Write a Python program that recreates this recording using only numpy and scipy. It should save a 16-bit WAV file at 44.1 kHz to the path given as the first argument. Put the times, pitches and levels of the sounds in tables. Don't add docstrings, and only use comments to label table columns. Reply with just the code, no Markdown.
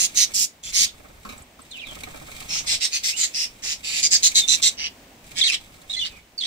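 import sys
import numpy as np
from scipy import signal
from scipy.fft import rfft, irfft
from scipy.io import wavfile
from scipy.ndimage import uniform_filter1d, minimum_filter1d, map_coordinates

SR = 44100
rng = np.random.default_rng(int(sys.argv[2]) if len(sys.argv) > 2 else 0)


def dump_mix(stems):
    frames = np.atleast_2d(stems).T
    limited = np.clip(frames, -1, 1)
    pcm = np.round(limited * 32767).astype(np.int16)
    wavfile.write(sys.argv[1], SR, pcm)


N = 284886
TIME = np.arange(N) / SR
FREQS = np.fft.rfftfreq(1024, 1 / SR) + 1

# frequency in Hz, level in dB.
RASP = [(100, -44), (200, -16.5), (320, -17.5), (1100, -22), (1550, -18), (2100, -6.5), (3000, -4),
        (6000, -1), (8500, -5), (11500, -19.5), (13000, -18), (15000, -23.5)]


def squawk(row, strengths_db, open_share=.15, fade_share=.32, leak=.21, snap=.947, width_hz=480):
    _, length, attack, level_db, rate_hz, tilt, *throat_hz = row
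    t = np.arange(0, length, 1 / SR)
    cycles = np.cumsum(rate_hz * (1 + .032 * wander(len(t), 120))) / SR
    phase, count = cycles % 1, cycles.astype(int)
    closing = np.exp(-np.maximum(phase - open_share, 0) / fade_share)
    gate = np.minimum(phase / open_share, 1) * closing + leak
    clicks = np.diff(np.floor(cycles - open_share), prepend=-1)
    sizes = undb(.65 * rng.standard_normal(count[-1] + 1))[count]
    puffs = sizes * (unit(gate * rng.standard_normal(len(t))) + snap * unit(clicks))
    throat_db = shape(RASP) + tilt * np.log2(np.maximum(FREQS, 1700) / 4000)
    for hz, peak_db in zip(throat_hz, strengths_db):
        throat_db += peak_db / (1 + ((FREQS - hz) / (width_hz * np.sqrt(hz / 5000))) ** 2)
    sway = np.cumsum(1 + .02088 * wander(len(t), 50.66))
    voice = map_coordinates(colour(puffs, throat_db), [sway], order=3, mode="mirror")
    buzz = undb(-35) * np.sin(2 * np.pi * cycles)
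    swell_db = 73 * (length - .0628) * (t / length - .5)
    return (unit(voice) + buzz) * undb(level_db + swell_db) * envelope(t, attack, release=.03878)


def frightened_bird(voice_db=-1):
    # start, length and attack in seconds, level in dB, pulse rate in Hz,
    # tilt in dB per octave, low, middle and high throat resonance in Hz.
    squawks = [(-.038, 0.1176, 0.023, -20.5, 193.7, 3.5, 3303, 6605, 8840),
               (0.143, 0.1209, 0.041, -17.5, 203.2, 3.5, 4270, 6045, 6700),
               (.332, 0.13655, 0.0184, -21, 197.6, 5.5, 5020, 6900, 8880),
               (.625, 0.1056, 0.014, -36, 184.1, 1, 3420, 6820, 7420),
               (.724, 0.1431, 0.0313, -18, 193.7, 3, 4470, 6320, 2890),
               (2.473, 0.1421, 0.039, -26, 170.2, 0, 2730, 5480, 6560),
               (2.65, 0.1206, 0.0331, -21.5, 168.6, 0, 4030, 5350, 7970),
               (2.795, 0.0886, 0.0273, -21.5, 165.6, -.5, 4025, 5360, 8040),
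               (2.902, 0.0867, 0.0411, -23, 150.2, 2, 2610, 4450, 6680),
               (3.022, 0.1016, 0.0214, -21, 163.7, 2.5, 2180, 5310, 7580),
               (3.143, 0.127, 0.055, -19.5, 159.1, 0.5, 4296, 7010, 7280),
               (3.326, 0.1385, 0.0289, -24.5, 155.5, 1.5, 2474, 5000, 5627),
               (3.615, 0.139, 0.0178, -27, 157.4, 1, 2660, 5200, 7040),
               (3.826, 0.2, 0.0164, -27, 161.6, 1, 2490, 4695, 7350),
               (4.015, 0.0753, 0.0239, -17, 149.7, 0, 4744, 6380, 7170),
               (4.101, 0.081, 0.0331, -12.5, 184.7, 0.5, 4840, 6490, 7575),
               (4.219, 0.0776, 0.03, -11.5, 173.5, 2.5, 4010, 6260, 7390),
               (4.339, 0.0824, 0.0327, -13, 186.8, 1.5, 3836, 6230, 7410),
               (4.471, 0.1017, 0.0215, -17, 162.4, 1, 3903, 5940, 7460),
               (4.613, 0.0942, 0.0227, -16, 166.1, 1.5, 3936, 6090, 7660),
               (4.763, 0.1323, 0.0338, -32.5, 158.2, -5.5, 2953, 4860, 5684),
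               (5.345, 0.084, 0.0446, -25.5, 171.8, -2.5, 3620, 4770, 8030),
               (5.497, 0.07, 0.0455, -24, 170.2, -3, 2740, 3850, 5130),
               (6.02, 0.0708, 0.0485, -30.5, 170.4, -4.5, 2920, 3770, 4630)]
    # start in seconds, direct share in dB (capped at 0),
    # strength of the low, middle and high resonance in dB.
    bouts = [(-.2, -0.1, 7.18, 8.37, 2.94), (2.2, -11.5, 7.03, 9.34, 9), (3.92, 1.3, 14.2, 9.2, 12.96),
             (5.1, -1.5, 2.34, 8.4, 6.3)]
    out = np.zeros((2, N))
    for row in squawks:
        _, direct_db, *strengths_db = [bout for bout in bouts if bout[0] <= row[0]][-1]
        call = ring_out(squawk(row, strengths_db)) * undb(voice_db)
        share = min(undb(direct_db), 1)
        facing = ports(call) + shed(call, early_db=.5, early_t60=.025, late_db=-7, late_t60=.158)
        turned = shed(call, early_db=0, early_t60=.0888, late_db=-3.5, late_t60=.164)
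        add(out, row[0], share * facing + np.sqrt(1 - share ** 2) * turned)
    return out


def chirp(row, throat_hz=3800, throat_width_hz=750, bypass=.012, dull_hz=14000):
    _, length, first_hz, last_hz, level_db, rough, distance = row
    t = np.arange(0, length, 1 / SR)
    n = len(t)
    settled = 1 - np.exp(-t / (.45 * length))
    hz = first_hz + (last_hz - first_hz) * settled / settled[-1]
    phase = 2 * np.pi * np.cumsum(hz * (1 + .15 * rough * wander(n, 901.4))) / SR
    harmonic = np.arange(1, 5)[:, None]
    tilt_db = np.interp(distance, [0, 1], [.5, -21.5])
    throat = 1 / (1 + ((harmonic * hz - throat_hz) / throat_width_hz) ** 2) + bypass * (1 + 3 * rough)
    gains = undb(tilt_db * np.log2(harmonic)) * throat / (1 + (harmonic * hz / dull_hz) ** 6)
    tone = np.sum(gains * np.sin(harmonic * phase), axis=0) / np.sqrt(np.sum(gains ** 2, axis=0) / 2)
    breath_db = shape(RASP) + shape([(2000, -3.5), (4000, 2), (6500, -2), (8200, 2.5), (12000, -18)])
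    breath = unit(colour(rng.standard_normal(n), breath_db + tilt_db * FREQS / 8000))
    flutter = .95 * rough
    voice = (tone + rough * breath) * np.exp(flutter * wander(n, 453.8) - flutter ** 2 / 2)
    return voice * undb(level_db) * envelope(t, attack=.00412, release=.0063)


def other_birds(near_db=-2.5, far_db=-4):
    # start and length in seconds, first and last pitch in Hz, # level in dB, roughness and distance from 0 to
    slides = [(.85, 0.05245, 3920, 3540, -44, 0.8, 0.6), (1.705, 0.0787, 4588, 2437, -42, 0.18, 1),
              (1.782, 0.0663, 4210, 2288, -43, 0.22, 0.88), (1.847, .085, 3923, 3095, -44.5, 0.26, 1),
              (3.117, 0.0534, 2331, 2993, -39.5, 0.09, 1), (4.396, 0.0523, 3852, 3579, -28, 0.12, 0.94),
              (5.408, 0.0243, 4203, 3194, -18, 0.13, 0.03), (5.432, 0.047, 2119, 1978, -23, 0.5, 0),
              (5.471, 0.0377, 3456, 2688, -23.5, 0.59, 0), (5.517, 0.018, 2532, 2667, -25.5, 0.24, 0),
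              (5.537, 0.0181, 3565, 3453, -24.5, 0.64, 0), (5.894, 0.0296, 3838, 3786, -30.5, 0.31, 0.05),
              (5.925, 0.0344, 4420, 3223, -29.5, 0.39, 0.11), (5.963, 0.0259, 2060, 2047, -27.5, 0.15, 0),
              (5.988, 0.0387, 3330, 3606, -26.5, .2, 0.06), (6.01, 0.0338, 3062, 2894, -30.5, 0.19, 0.16),
              (6.092, 0.108, 2766, 2263, -56.5, 0.46, 1), (6.376, .018, 5285, 4287, -28, 0.15, 0.15),
              (6.4, 0.0339, 4458, 3230, -29, 0.31, 0.18), (6.432, 0.0113, 3488, 3350, -23.5, 0.42, 0.55),
              (6.443, 0.029, 3865, 3808, -29.5, 0.71, 0.68)]
    out = np.zeros((2, N))
    for row in slides:
        call, distance = ring_out(chirp(row)), row[-1]
        near = shed(call, early_db=1.5, early_t60=.0535, late_db=-4.5, late_t60=.13)
        far = shed(call, early_db=4, early_t60=.119, late_db=-11, late_t60=.95)
        heard = ports(call) + np.sqrt(1 - distance) * near + np.sqrt(distance) * far
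        add(out, row[0], heard * undb(near_db + distance * (far_db - near_db)))
    return out


def wings(beat_hz=19, beat_db=1.5, air_db_per_stroke_db=.601, ticks_per_s=70):
    # start and end in seconds, strokes and feathers on the bars in dB.
    flights = [(-.05, .295, -61, -49), (0.272, 0.455, -59, -50), (0.636, 0.895, -53.5, -48.5),
               (0.9, 1.287, -58.5, -61), (1.256, 1.431, -49.5, -57.5), (1.571, 1.856, -73, -59.5),
               (1.84, 2.328, -50, -51), (2.254, 2.816, -50, -45.5), (2.803, 3.45, -90, -48.5),
               (3.417, 4.082, -64, -55.5), (4.031, 4.775, -66, -44), (5.22, 5.46, -55.5, -54),
               (5.474, 6.252, -61, -57.5)]
    # frequency in Hz, level in dB.
    air_colour = [(20, -4.5), (40, -4.5), (65, -7), (130, -10), (220, -13), (400, -39)]
    swish_colour = [(80, -19.5), (200, -11), (300, 4), (420, 1), (650, 5.5), (1200, -6.5), (2200, -12.5),
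                    (4000, -35)]
    feather_colour = [(600, -30.5), (2200, 6.5), (3800, 5.5), (5200, 1), (8000, 7.5), (11500, -7),
                      (15000, -4)]
    effort = np.zeros((2, N))
    for start, end, *levels_db in flights:
        add(effort, start, undb(levels_db)[:, None] * signal.windows.tukey(int((end - start) * SR), .25))
    stroke, bars = effort
    cycles = np.cumsum(beat_hz * (1 + .2469 * wander(N, 3.4))) / SR
    beats = undb(beat_db * np.sin(2 * np.pi * cycles))
    air = unit(colour(beats * rng.standard_normal(N), shape(air_colour)))
    thump = air * stroke ** air_db_per_stroke_db * undb(-17)
    slaps = undb(8 * wander(N, 70))
    swish = unit(colour(beats * slaps * rng.standard_normal(N), shape(swish_colour))) * undb(1.99)
    grains = unit(beats * undb(-.5 * wander(N, 600)) * rng.standard_normal(N))
    ticks = unit(beats * (rng.random(N) < ticks_per_s / SR) * rng.standard_normal(N))
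    scrape = undb(-4) * unit(colour(grains, shape(feather_colour)))
    quills = undb(-4.5) * unit(colour(ticks, shape(feather_colour)))
    return thump, swish * stroke + (scrape + quills) * bars


def cage_knocks():
    # start in seconds, level in dB, tray share in dB, ring time in seconds.
    knocks = [(0.724, -23.5, -19.5, 0.024), (1.25, -36.5, 7, 0.192), (1.29, -26.5, -8.5, 0.243),
              (1.324, -31, -9, 0.064), (1.376, -50.5, 0, 0.032), (1.591, -51.5, 14.5, 0.0555),
              (1.869, -26, -12.5, 0.023), (2.035, -20, -15.5, 0.0236), (2.316, -26.5, -10.5, 0.0176),
              (2.425, -26, -14, 0.037), (4.598, -26, -9.5, 0.038)]
    # frequency and width in Hz, level in dB.
    wire_modes = [(2270, 320, 12.5), (2730, 150, 5.5), (4000, 370, 7.5), (5610, 400, -11), (7000, 1160, 2),
                  (7950, 2040, -6), (14100, 3150, -11.5)]
    tray_modes = [(255.5, 29.4, 1.5), (371, 99, -5.5), (554.6, 180, -6.5), (1045, 256, -6)]
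    out, t = np.zeros(N), TIME[:SR // 4]
    for start, level_db, tray_db, t60 in knocks:
        rattle = rng.standard_normal(len(t)) * undb(-60 * t / t60)
        rattle[0] += 17
        wires = colour(rattle, resonances(wire_modes))
        tray = colour(rattle, resonances(tray_modes))
        knock = wires / np.abs(wires).max() + undb(tray_db + 3) * tray / np.abs(tray).max()
        add(out, start, 2 * undb(level_db - 7) * knock)
    return out


def resonances(modes, detune=.046):
    power = 0
    for hz, width, db in modes:
        hz *= 1 + detune * rng.standard_normal()
        power += undb(db) ** 2 / (1 + ((FREQS - hz ** 2 / FREQS) / width) ** 2)
    return 10 * np.log10(power)


def squeaks(pitch_hz=7600, length_s=.0061):
    # time in seconds, level in dB.
    events = [(1.259, -50.5), (1.378, -45.5), (1.421, -46.5), (1.617, -47.5), (1.711, -45.5), (1.77, -50.5)]
    out, n = np.zeros(N), int(length_s * SR)
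    for time, level_db in events:
        tone = np.sin(2 * np.pi * np.cumsum(pitch_hz * (1 + .096 * wander(n, 1535))) / SR)
        add(out, time - length_s / 4, 2 * undb(level_db) * tone * np.hanning(n))
    return out


def shed(x, early_db, early_t60, late_db, late_t60):
    # frequency in Hz, gain in dB.
    walls = [(200, -9.5), (2000, 6), (5000, 1.5), (8000, -1.5), (15000, 3)]
    t, sides = TIME[:SR // 3], []
    for side_db in (-1, 1):
        echo = 0
        for db, t60 in ((early_db, early_t60), (late_db, late_t60)):
            decay = rng.standard_normal(len(t)) * undb(-60 * t / t60) * (t > .0004)
            echo += undb(db) * decay / np.linalg.norm(decay)
        sides.append(undb(side_db) * colour(signal.fftconvolve(x, echo)[:len(x)], shape(walls)))
    return np.array(sides)


def outdoors(level_db=-51.5, sway_db=2.5):
    # frequency in Hz, level in dB.
    background = [(25, -15.5), (60, -3), (140, -12.5), (250, -6.5), (420, -12.5), (700, -12), (1300, -21.5),
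                  (2200, -18.5), (4500, -25), (8000, -26.5), (11500, -36), (15500, -27)]
    mid = colour(rng.standard_normal(N), shape(background))
    side_db = shape(background) + shape([(60, -10.5), (250, -24), (900, -1)])
    side = colour(rng.standard_normal(N), side_db)
    return unit(np.array([mid + side, mid - side])) * undb(level_db - sway_db * wander(N, 1.5894))


def ports(x, lag_samples=23):
    # frequency in Hz, left minus right in dB.
    balance = [(200, -22), (1000, 4.5), (2000, -11.5), (3200, -7.5), (5000, -3.5), (6200, -12.5),
               (7500, -3.5), (8800, 5.5), (10500, 10), (12500, 5.5), (14500, -17.5)]
    left, right = (colour(x, sign * shape(balance) / 2) for sign in (1, -1))
    return np.array([left, np.pad(right, (lag_samples, 0))[:len(x)]])


def undb(db):
    return 10 ** (np.asarray(db) / 20)


def unit(x):
    return x / np.sqrt(np.mean(x ** 2) + 1e-18)


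def shape(points):
    hz, db = np.transpose(points)
    return np.interp(np.log(FREQS), np.log(hz), db)


def colour(x, db):
    cepstrum = irfft(np.log(undb(db)))
    half = len(cepstrum) // 2
    cepstrum[1:half] *= 2
    cepstrum[half + 1:] = 0
    return signal.fftconvolve(x, irfft(np.exp(rfft(cepstrum))))[:len(x)]


def wander(n, rate_hz):
    t = np.arange(n) / SR * rate_hz
    return np.interp(t, np.arange(int(t[-1]) + 2), rng.standard_normal(int(t[-1]) + 2))


def envelope(t, attack, release):
    return np.sin(np.pi / 2 * np.clip(np.minimum(t / attack, (t[-1] - t) / release), 0, 1)) ** 2


def ring_out(x):
    return np.pad(x, (0, SR // 4))


def add(track, start_s, x):
    i = int(start_s * SR)
    x, i = x[..., max(-i, 0):], max(i, 0)
    track[..., i:i + x.shape[-1]] += x[..., :max(N - i, 0)]


def scene(scuffle_db=-2):
    out = outdoors() + frightened_bird() + other_birds()
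    thump, rustle = wings()
    scuffle = (rustle + cage_knocks() + squeaks()) * undb(scuffle_db)
    echoes = shed(scuffle, early_db=5, early_t60=.0528, late_db=-7, late_t60=1)
    return out + thump + ports(scuffle) + echoes


def record(dry, ceiling=.75, top_hz=15600):
    headroom = np.minimum(1, ceiling / (np.abs(dry).max(axis=0) + 1e-9))
    gain = uniform_filter1d(minimum_filter1d(headroom, size=65), size=65)
    return signal.sosfilt(signal.ellip(10, .2, 80, top_hz, fs=SR, output="sos"), dry * gain)


dry = scene()
out = record(dry)
dump_mix(out)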